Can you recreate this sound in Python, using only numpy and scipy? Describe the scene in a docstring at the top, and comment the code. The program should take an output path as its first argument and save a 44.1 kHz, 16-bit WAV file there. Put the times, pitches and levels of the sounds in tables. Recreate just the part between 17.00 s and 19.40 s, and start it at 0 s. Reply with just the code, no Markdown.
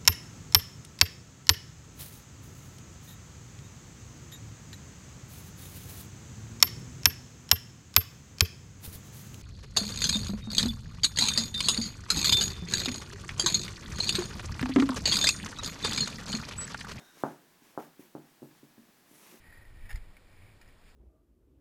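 """Toy ball bouncing on carpet

A light ball drops in a small, quiet room and bounces ever lower and softer. Each impact gives a
slap, dulled by the carpet, and a short thump from the hollow ball's damped modes; the room returns
both as echoes and reverberation. A toddler pads after it, and friction makes the clothes rustle.
Beneath lie one faint scrape on hollow plastic, room tone, microphone hiss and a very faint whine."""
import sys
import numpy as np
from scipy import signal
from scipy.fft import rfft, irfft
from scipy.io import wavfile
from scipy.ndimage import uniform_filter1d

SR = 44100
rng = np.random.default_rng(int(sys.argv[2]) if len(sys.argv) > 2 else 0)


def transcribe(signal):
    """Save signal, clipped to [-1, 1], as a 16-bit WAV file at the path in sys.argv[1]."""
    frames = np.atleast_2d(signal).T
    limited = np.clip(frames, -1, 1)
    pcm = np.round(limited * 32767).astype(np.int16)
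    wavfile.write(sys.argv[1], SR, pcm)


N = 105840


def ball():
    """Inelastic collisions: the ball loses energy at each landing, so its flights grow shorter."""
    # modes of the hollow ball: f/Hz, level/dB, T60/s
    modes = [(155, -11, 0.12), (229.6, -4, 0.028), (278, -0.5, 0.045)]
    # t/s, slap level/dB, slap cutoff f/Hz, thump level/dB, ring pitch f/Hz, room level/dB
    landings = [(.2361, -14.5, 1548, -23.5, 286, -2.5), (.7758, -22.5, 1366, -31.5, 295, -1.5),
                (1.1508, -34.5, 1000, -32, 297.4, 0.5), (1.4278, -43.5, 674, -32.5, 293, 0.5),
                (1.6300, -61, 550, -41.5, 287, 2), (1.7785, -54, 460, -44, 225, 0.5),
                (1.884, -72, 400, -52.5, 213, -9)]
    return impacts(landings, modes)


def footsteps():
    """Impact excitation: soft steps and scuffs set the floor's heavily damped modes ringing."""
    # modes of the floor under a foot: f/Hz, level/dB, T60/s
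    modes = [(216, -7.5, 0.052), (293, 6, 0.027), (405, -21.5, 0.021)]
    # t/s, slap level/dB, slap cutoff f/Hz, thump level/dB, ring pitch f/Hz, room level/dB
    footfalls = [(.003, -48.5, 990, -60.5, 210, 2.5), (.171, -48, 1900, -59, 290, -7),
                 (.620, -79, 595, -53.5, 252, 0), (.751, -50, 1310, -64, 380, -7),
                 (.9930, -52, 555, -39, 286, 1), (1.4195, -51, 600, -39, 280, -3),
                 (2.112, -68, 450, -47.5, 273, 4), (2.324, -65, 550, -46, 316, -3),
                 (2.341, -51, 547, -45.5, 318, 3)]
    return impacts(footfalls, modes)


def impacts(blows, modes):
    """Linear superposition: the responses of one body to successive blows add."""
    out = np.zeros(N)
    for start, *blow in blows:
        add(out, start, thud(modes, *blow))
    return out


def thud(modes, slap_db, bright_hz, thump_db, ring_hz, room_db):
    """Transient response: a contact pulse, low-passed by the carpet, and a low ring excite the room."""
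    pulse_hz, damping, carpet_hz = 568, 0.57, 1558
    reference_hz, rise_cycles = 290, 0.92
    t = np.arange(SR // 2) / SR
    phase = 2 * np.pi * pulse_hz * t
    pulse = -np.exp(-damping * phase) * (np.cos(phase) - damping * np.sin(phase))
    slap = cut(pulse, bright_hz, "low", order=2)
    slap = cut(slap, carpet_hz, "low", order=8)
    slap = amp(slap_db) * slap / abs(slap).max()
    onset = 1 - np.exp(-(t * bright_hz / rise_cycles) ** 2)  # softer landings build up more slowly
    ring_time = t * ring_hz / reference_hz  # scales the modes' frequencies and decay rates alike
    thump = amp(thump_db) * ring(modes, ring_time) * onset
    reflected = signal.fftconvolve(slap + amp(-6) * thump, room(t))[:len(t)]
    return cut(slap + thump + amp(room_db) * reflected, hz=149, kind="high", order=2)


def ring(modes, t):
    """Free vibration: each normal mode is a sinusoid that decays by 60 dB in its T60."""
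    return sum(amp(db) * np.exp(-np.log(1000) * t / t60) * np.sin(2 * np.pi * hz * t)
               for hz, db, t60 in modes)


def room(t):
    """Impulse response: early reflections, air resonances of room and ball, and a dying diffuse field."""
    # reflections off nearby furniture and walls: delay t/s, gain
    echoes = [(.0073, 0.28), (0.013, 0.25), (0.017, 0.17), (.0222, .18), (0.0283, .14), (.0297, 0.23)]
    # room standing waves, then two faint high rings of the air inside the ball: f/Hz, level/dB, T60/s
    air_resonances = [(144, -52.5, 0.34), (237, -48, .28), (309.7, -59.5, 0.32), (374, -55.5, 0.23),
                      (423, -44, 0.1), (582.3, -55.5, .2), (664, -65, 0.33), (708, -65.5, 0.44),
                      (771, -60.5, 0.32), (846, -48.5, 0.18), (1240, -54, 0.13), (1366, -49, 0.17)]
    # spectrum of the diffuse field: f/Hz, level/dB
    tail_spectrum = [(40, -15), (90, -5), (140, 7.5), (250, 1.5), (400, 1.5), (470, -7), (650, -1),
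                     (900, -2), (1100, -6.5), (1400, -3), (2000, 7.5), (3000, 28)]
    # reverberation time: f/Hz, T60/s
    decay_times = [(100, 0.52), (260, 0.34), (700, 0.26), (1800, 0.39)]
    early_db, early_s, delay_s, rise_s = -2.5, 0.032, 0.00067, 0.0052
    hz, age, bands = signal.stft(rng.choice([-1., 1.], len(t)), SR, nperseg=512)
    t60 = read(decay_times, hz)[:, None]
    decay = np.exp(-np.log(1000) * age / t60)
    unit_energy = np.sqrt(2 * np.log(1000) / (t60 * SR))
    bands = bands * amp(read(tail_spectrum, hz))[:, None] * decay * unit_energy
    tail = signal.istft(bands, SR, nperseg=512)[1][:len(t)]
    tail *= amp(early_db * np.exp(-(t / early_s) ** 4))  # the start of the tail is slightly held down
    response = (tail + ring(air_resonances, t)) * np.clip((t - delay_s) / rise_s, 0, 1)
    for delay, gain in echoes:
        add(response, delay, np.array([gain]))
    return response


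def clothes():
    """Friction noise: each movement swells and fades a grainy rub of cloth with a fine fizz on top."""
    # spectrum of rubbing cloth: f/Hz, relative level/dB
    cloth_spectrum = [(60, -28), (200, 5.5), (400, 4.5), (700, -2), (1050, 3), (1400, -2.5), (2100, 1),
                      (3000, -2.5), (4600, -7.5), (6000, -3), (8500, -8.5), (11500, -8.5), (16000, -15)]
    # movements: start t/s, swell t/s, fade t/s, rub level/dB, fizz level/dB, fizz centre f/Hz
    rubs = [(-.1, 0.14, 0.27, -69, -79, 12000), (.12, 0.087, 0.25, -58, -71, 14100),
            (.6, 0.054, 0.21, -65, -78, 11000), (.76, 0.05, 0.12, -61, -63.5, 13900),
            (0.971, 0.035, 0.12, -64, -65.5, 14000), (1.402, .04, 0.1, -75, -69, 14000),
            (1.48, 0.068, 0.15, -68.5, -86, 11100), (2.02, 0.16, 0.21, -64.5, -63, 10600),
            (2.17, 0.14, .17, -59.5, -64, 13000)]
    grain_db, grain_s = 1.14, 0.0032
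    cloth = noise(cloth_spectrum)
    flutter = evened(uniform_filter1d(rng.standard_normal(N), int(grain_s * SR)))
    rustle = sum(swell(*move) * (amp(rub_db) * cloth + amp(fizz_db) * fizz(hz))
                 for *move, rub_db, fizz_db, hz in rubs)
    return amp(grain_db * flutter) * rustle


def fizz(centre_hz, width_hz=5300):
    """Band-pass noise: fine fibres hiss in a broad hump of treble."""
    hz = np.fft.rfftfreq(N, 1 / SR)
    rolloff = np.hypot(1, 2 * (hz - centre_hz) / width_hz)
    return evened(irfft(rfft(rng.standard_normal(N)) / rolloff, N))


def scrape():
    """Forced vibration: light friction drives a few resonances of hollow plastic."""
    # one stroke: start t/s, swell t/s, fade t/s, level/dB
    stroke = (-0.23, .26, 0.39, -63.5)
    # resonances of the plastic: f/Hz, bandwidth/Hz, level/dB
    resonances = [(1570, 200, 3.5), (3720, 120, 3), (5420, 600, -7)]
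    *move, level_db = stroke
    friction = rng.standard_normal(N)
    body = sum(amp(db) * signal.lfilter(*signal.iirpeak(hz, hz / width, fs=SR), friction)
               for hz, width, db in resonances)
    return amp(level_db) * swell(*move) * evened(body)


def background():
    """Stationary noise floor: room tone and microphone hiss, with a very faint pure tone."""
    # spectrum of room tone and hiss: f/Hz, relative level/dB
    hiss_spectrum = [(20, -10), (60, -14), (100, -11.5), (150, -2), (250, -1), (350, -1), (500, -7.5),
                     (850, -5.5), (1400, -9.5), (1700, -7.5), (2300, -11), (6000, -14.5), (10000, -17),
                     (17000, -15)]
    hiss_db, whine_db, whine_hz = -63.5, -80.5, 1670
    whine = np.sin(2 * np.pi * whine_hz * np.arange(N) / SR)
    return amp(hiss_db) * noise(hiss_spectrum) + amp(whine_db) * whine


def swell(start, rise, fade):
    """Amplitude envelope: friction noise follows a movement's speed, smoothly up and down."""
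    ramp = np.interp(np.arange(N) / SR - start, [0, rise, rise + fade], [0, 1, 0])
    return np.sin(np.pi / 2 * ramp) ** 2


def noise(spectrum):
    """Spectral shaping: white noise takes the given colour, at unit rms."""
    gain = amp(read(spectrum, np.fft.rfftfreq(N, 1 / SR)))
    return evened(irfft(rfft(rng.standard_normal(N)) * gain, N))


def cut(x, hz, kind, order):
    """Butterworth low-pass or high-pass filtering."""
    return signal.sosfilt(signal.butter(order, hz, kind, fs=SR, output="sos"), x)


def amp(db):
    """Amplitude ratio of a level in decibels."""
    return 10 ** (np.asarray(db) / 20)


def evened(x):
    """Normalisation to unit rms."""
    return x / np.sqrt(np.mean(x ** 2) + 1e-20)


def read(points, hz):
    """Interpolation on a logarithmic frequency axis."""
    f, value = np.transpose(points)
    return np.interp(np.log(hz + 1), np.log(f + 1), value)


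def add(mix, start_s, sound):
    """Superposition of a delayed sound on the mix."""
    part = mix[max(round(start_s * SR), 0):][:len(sound)]
    part += sound[:len(part)]


def scene():
    """Superposition: the pressures of all sources add in one channel."""
    return (ball() + footsteps() + clothes() + scrape() + background())[None]


def record(dry):
    """Band limiting: a steep linear-phase low-pass removes the highest treble."""
    edge_hz = 17200
    lowpass = signal.firwin(511, edge_hz, window=("kaiser", 9), fs=SR)
    return signal.oaconvolve(dry, lowpass[None], "same")


dry = scene()
out = record(dry)
transcribe(out)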